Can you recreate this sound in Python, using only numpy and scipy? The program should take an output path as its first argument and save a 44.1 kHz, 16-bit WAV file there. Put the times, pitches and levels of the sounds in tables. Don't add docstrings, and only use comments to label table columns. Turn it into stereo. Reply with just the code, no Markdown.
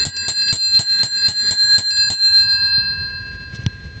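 import sys
import numpy as np
from scipy import signal
from scipy.fft import rfft, irfft
from scipy.io import wavfile
from scipy.ndimage import uniform_filter1d, minimum_filter1d

SR = 44100
rng = np.random.default_rng(int(sys.argv[2]) if len(sys.argv) > 2 else 0)


def master(y):
    cut = np.clip(np.atleast_2d(y).T, -1, 1)
    pcm = np.round(cut * 32767)
    wavfile.write(sys.argv[1], SR, pcm.astype(np.int16))


N = 176400
T = np.arange(N) / SR

# pitch in Hz, fade in dB per second, lean to the left in dB (scaled for each side),
# left and right lobe depth from 0 to 1, left and right lobe lag in half turns.
MODES = [(1610.5, 12, -1, .05, 0, .06, 0.073), (1650.4, 17, 0.5, .05, 0, 0.08, 0.031),
         (2644, 18, -2, 0.46, 0.42, 0.16, 0.031), (4153.5, 29.5, -4, 0.53, 0.28, 0.026, 0.0049),
         (4737, 25.5, -2, 0.3, 0.2, 0.039, 0.036), (7234, 47.5, 3, 0, 0, .06, 0.076),
         (7368, 77, -1.5, 0.07, 0.38, 0.094, 0.23)]
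MAIN_MODE = 3
# time in seconds, clack level in dB,
# seven relative levels in dB at which the modes are left ringing, pitch of the fork's clank in Hz.
STRIKES = [(-0.19, -2, -25.5, -32, -25, -7.5, -22, -12, -8.5, 800.0),
           (0.0513, 0.5, -15.5, -21.5, -23.5, -2, -14.5, -31, -2.5, 788),
           (0.2822, -5.5, -20.0, -16, -18.5, 4, -10, -32, 0.5, 850.0),
           (0.5267, 1.0, -23.5, -36, -20.5, 7, -13.5, -30, -1, 786),
           (0.7919, 3.0, -17, -19, -25.5, 5.5, -21.5, -27, -9.5, 813),
           (1.0321, -0.5, -16.5, -16.5, -29.5, 4.5, -22, -19.5, -2.5, 790.0),
           (1.283, 1.5, -22.0, -12.5, -25.5, 5, -15.5, -28, -4, 840),
           (1.5087, -2.5, -15, -9.5, -30.5, 9.0, -20.5, -19.5, 3.5, 670),
           (1.7814, 0.0, -19.0, -12.5, -50.5, 9, -29.5, -28, 1, 795),
           (2.1009, -3.0, -16, -17.5, -20, 10, -19, -46.5, 1.5, 351)]
# time in seconds, tick level in dB, three mode levels in dB.
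TAPS = [(0.1659, 8.5, -19, -8.5, -21), (0.4186, -2, -16.5, -7.5, -22), (0.9204, -8, -23.5, -22.5, -31.5),
        (1.174, -10, -22, -12, -22.5), (1.4147, -16, -34, -14.5, -13.5), (1.9064, 2.5, -21.5, -12, -13.5),
        (2.255, -12, -22.5, -17, -31.5)]


def bell(bloom_s=2.686, bloom_width_s=0.2, bloom_db=2, main_bloom_db=-5):
    # pitch in Hz, level in dB relative to a strong mode.
    weak_modes = [(1031.3, -20.5), (1002, -29.5), (8630, -21.5)]
    partners = [0, 1, 6]
    bloom = np.exp(-((T - bloom_s) / bloom_width_s) ** 2)
    strong = sum(ringing_mode(k, row[0]) * amp(bloom * (main_bloom_db if k == MAIN_MODE else bloom_db))
                 for k, row in enumerate(MODES))
    return strong + sum(amp(db) * ringing_mode(k, hz) for (hz, db), k in zip(weak_modes, partners))


def ringing_mode(index, hz, waver_db=0.86, drift_radians=0.41):
    tap_modes = [2, 4, 5]
    # time in seconds at which a quiet side faces the camera,
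    # left and right level in dB of the main tone's swell that follows.
    half_turns = [(-.08, -11, 2), (.111, -1.5, -6), (0.243, -0.5, -7), (0.332, -4, -3), (.454, -4.5, -7),
                  (0.564, -1, -2.5), (.717, 1, 1), (0.847, 1.5, 2), (.974, 1.5, -.5), (1.098, 0, 1.5),
                  (1.208, 0, -0.5), (1.329, -2, -1), (1.441, -4, -1), (1.552, -1.5, -3), (1.669, -3, -3.5),
                  (1.808, -3, -5), (1.949, -5, -4.5), (2.071, -4, -4), (2.183, -2, -3.5),
                  (2.315, -0.5, -0.5), (2.459, -0.5, -4.5), (2.594, -4.5, 1.5), (2.7, -4, 5),
                  (2.825, -16, 0), (2.95, -9, -5.5), (3.11, -15.5, -5.5), (3.223, -16, -7),
                  (3.36, -9.5, -5), (3.5, -6.5, -6.5), (3.635, -9.5, 0), (3.772, -13, 0), (3.905, -9, 5),
                  (4.04, -4, -4)]
    creep = [0.026, 0.048, 0.7, 0.035, 0.09, 0.11, 0]
    head_start_s = [4.6e-5, 4.6e-5, 0.000063, 0.000025, 0.000039, 0.00006, 5.6e-5]
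    blows = [(row[0], row[2 + index]) for row in STRIKES]
    if index in tap_modes:
        blows += [(row[0], row[2 + tap_modes.index(index)]) for row in TAPS]
    times, levels = np.transpose(sorted(blows))
    _, decay, pan, depth_l, depth_r, lag_l, lag_r = MODES[index]
    latest = np.maximum(np.searchsorted(times, T, "right") - 1, 0)
    ring = uniform_filter1d(amp(levels[latest] - decay * (T - times[latest])), size=40)
    starts, *swell_db = np.transpose(half_turns)
    angle = np.interp(T, starts, np.arange(len(starts)))
    if index == MAIN_MODE:
        ring = ring * amp(uniform_filter1d(np.array(swell_db)[:, angle.astype(int)], size=1200))
    angle = angle - creep[index] * since(STRIKES[-1][0])
    channels = []
    for side, depth, lag in ((0.69, depth_l, lag_l), (-0.48, depth_r, lag_r)):
        lobes = 1 - depth * np.exp(2j * np.pi * (angle - lag))
        drift = drift_radians * hz / MODES[MAIN_MODE][0] * wander(3.64)
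        tone = np.exp(2j * np.pi * hz * (T + side * head_start_s[index]) + 1j * drift)
        channels.append((lobes * tone).real * amp(side * pan + waver_db * wander(1.6)))
    return ring * np.array(channels)


def striker(crack_hz=4700, ping_hz=12360, fade_s=0.0012, rattle_length_s=0.056):
    # frequency in Hz, noise strength in dB.
    rattle_spectrum = [(40, -56.5), (110, -33), (300, -45.5), (550, -49), (800, -44), (1200, -54),
                       (1900, -49.5), (2300, -53), (3000, -50.5), (3800, -41.5), (4400, -41), (5200, -50.5),
                       (6300, -56.5), (7000, -41), (7500, -40.5), (8300, -55), (9000, -85.5)]
    tick_spectrum = [(300, -67), (1500, -63), (3500, -57), (4800, -57), (5600, -51), (7200, -68.5),
                     (8800, -71.5)]
    blows, shake = np.zeros(N), np.zeros(N)
    for s, db, *_ in STRIKES[1:]:
        t = since(s)
        crack = amp(8) * np.sin(2 * np.pi * crack_hz * t) * np.exp(-t / fade_s)
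        ping = amp(15.5) * np.sin(2 * np.pi * ping_hz * t) * np.exp(-t / fade_s)
        blows += ping + amp(db) * (crack + amp(7) * thud(s))
        shake += (burst(s, 0.035) + 0.54 * burst(s, 0.0079)) / (1 + (t / rattle_length_s) ** 10)
    rattle = shake * amp(3 + 2 * wander(290)) * noise(rattle_spectrum, pan_db=-17.5)
    ticks = sum(amp(db) * burst(s, 0.0058) for s, db, *_ in TAPS)
    return blows + rattle + ticks * noise(tick_spectrum, pan_db=-3)


def thud(s, end_hz=84.8, glide=0.85, rise_s=0.0023, fade_s=0.0079):
    t = since(s)
    cycles = end_hz * (t + glide * fade_s * (1 - np.exp(-t / fade_s)))
    return np.sin(2 * np.pi * cycles) * (1 - np.exp(-t / rise_s)) * np.exp(-t / fade_s)


def fork(clank_db=-20, clank_fade_s=0.028):
    # pitch in Hz, level in dB relative to the blow, fade in seconds.
    short_rings = [(1938, -12.5, .035), (2910, -18.5, .038), (3650, -24.5, 0.064), (7376, -4.5, 0.031),
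                   (8340, -13.5, 0.011)]
    out = np.zeros((2, N))
    t = np.arange(SR // 4) / SR
    for s, db, *_, clank_hz in STRIKES[1:]:
        for hz, ring_db, fade_s in short_rings + [(clank_hz, clank_db, clank_fade_s)]:
            phase = rng.random((2, 1))
            add(out, s, amp(db + ring_db) * np.sin(2 * np.pi * (hz * t + phase)) * np.exp(-t / fade_s))
    return out


def roller(level_db=-1, grain_db=2):
    # time in seconds, relative level in dB.
    contact = [(0, -5), (.5, -4), (.57, -22), (.85, -6), (.95, -1.5), (1.25, -1.5), (1.49, 5), (1.57, -2),
               (1.98, -11), (2.08, -35.5), (2.4, -28)]
    knocks = [(.397, -17), (0.4831, -2), (0.7484, -1.5), (0.898, -4), (0.989, -3), (1.1526, -11),
              (1.4656, -11), (1.742, -11), (1.9704, -3.5)]
    # frequency in Hz, noise strength in dB.
    rim_spectrum = [(150, -62.5), (240, -53), (310, -77.5), (400, -57.5), (600, -83.5), (1150, -70),
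                    (1400, -68), (1950, -53.5), (2350, -75), (3000, -76.5), (3550, -60), (5300, -74.5),
                    (6000, -74.5), (6800, -83), (8100, -87.5)]
    axle_spectrum = [(300, -68), (1200, -67.5), (1950, -58.5), (2700, -65), (3550, -42.5), (4500, -54.5),
                     (6500, -58.5), (8800, -74.5)]
    grind = amp(level_db + np.interp(T, *np.transpose(contact)) + grain_db * wander(90))
    chatter = sum(amp(db) * burst(s, 0.0043) for s, db in knocks)
    return grind * noise(rim_spectrum, pan_db=-2) + chatter * noise(axle_spectrum)


def path(lump_db=2, scuff_s=3.556, scuff_width_s=0.014):
    # time in seconds, relative thud level in dB, click level in dB.
    frame_knocks = [(0.066, 8.5, -50), (0.079, 4.5, -49), (2.78, -16.5, -66.5), (3.591, -18, -51),
                    (3.637, -24, -28.5), (3.6632, -2.5, -3.5)]
    # frequency in Hz, noise strength in dB.
    road_spectrum = [(20, -96), (50, -58), (85, -53), (150, -60.5), (300, -75.5), (450, -75), (800, -89),
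                     (2100, -85.5), (3400, -88), (5500, -91.5), (7000, -97), (7900, -105), (8600, -113)]
    grit_spectrum = [(500, -100), (2000, -82), (4000, -72.5), (6000, -75.5), (7800, -87), (8800, -100)]
    click_spectrum = [(200, -54.5), (1000, -49), (3700, -44.5), (6000, -46.5), (7500, -71), (9000, -85)]
    rumble = noise(road_spectrum, pan_db=-1) * amp(lump_db * wander(20))
    scuff_shape = np.exp(-((T - scuff_s) / scuff_width_s) ** 2)
    scuff = noise(grit_spectrum, pan_db=11) * scuff_shape * amp(2.1 * wander(360))
    thuds = sum(amp(db + 2.5) * thud(s) for s, db, _ in frame_knocks)
    clicks = sum(amp(db) * burst(s, 0.0018) for s, _, db in frame_knocks)
    return rumble + scuff + thuds + clicks * noise(click_spectrum)


def noise(spectrum, pan_db=0):
    # frequency in Hz, likeness from 0 to 1.
    likeness = [(50, 1), (150, 0.96), (350, 0.93), (1000, 0.69), (3000, 0.73), (8000, 0.27)]
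    hz = np.fft.rfftfreq(N, 1 / SR)
    left, other = rfft(rng.standard_normal((2, N)))
    same = curve_at(likeness, hz)
    right = same * left + np.sqrt(1 - same ** 2) * other
    pan = np.array([[.5], [-.5]]) * pan_db * (1 - same)
    return irfft(np.array([left, right]) * amp(curve_at(spectrum, hz) + pan), N) * np.sqrt(SR / 2)


def wander(rate_hz):
    rolloff = 1 + (np.fft.rfftfreq(N, 1 / SR) / rate_hz) ** 4
    wobble = irfft(rfft(rng.standard_normal(N)) / rolloff, N)
    return wobble / wobble.std()


def curve_at(points, hz):
    point_hz, value = np.transpose(points)
    return np.interp(np.log(hz + 1), np.log(point_hz + 1), value)


def amp(db):
    return 10 ** (np.asarray(db) / 20)


def since(s):
    return np.maximum(T - s, 0)


def burst(s, fade_s):
    return (T >= s) * np.exp(-since(s) / fade_s)


def add(mix, s, sound):
    part = mix[:, round(s * SR):][:, :sound.shape[1]]
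    part += sound[:, :part.shape[1]]


def scene():
    return bell() + striker() + fork() + roller() + path()


def record(dry, ceiling_db=0.7, hold_s=0.05, recover_s=0.16, cutoff_hz=8950):
    over_db = np.maximum(20 * np.log10(abs(dry).max(0) + 1e-9) - ceiling_db, 1e-6)

    def duck_db(ahead_s, smooth_s):
        ahead, hold = int(ahead_s * SR), int(hold_s * SR)
        held = -minimum_filter1d(-over_db, ahead + hold, origin=(hold - ahead) // 2)
        released = np.exp(np.maximum.accumulate(np.log(held) + T / recover_s) - T / recover_s)
        return uniform_filter1d(released, int(smooth_s * SR))

    early = duck_db(ahead_s=0.011, smooth_s=0.0055)
    late = duck_db(ahead_s=0.003, smooth_s=0.006)
    limited = dry * amp(-1.17 * (0.3 * early + 0.7 * late))
    lowpass = signal.firwin(301, cutoff_hz, window=("kaiser", 8), fs=SR)
    return signal.oaconvolve(limited, lowpass[None], "same")


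dry = scene()
out = record(dry)
master(out)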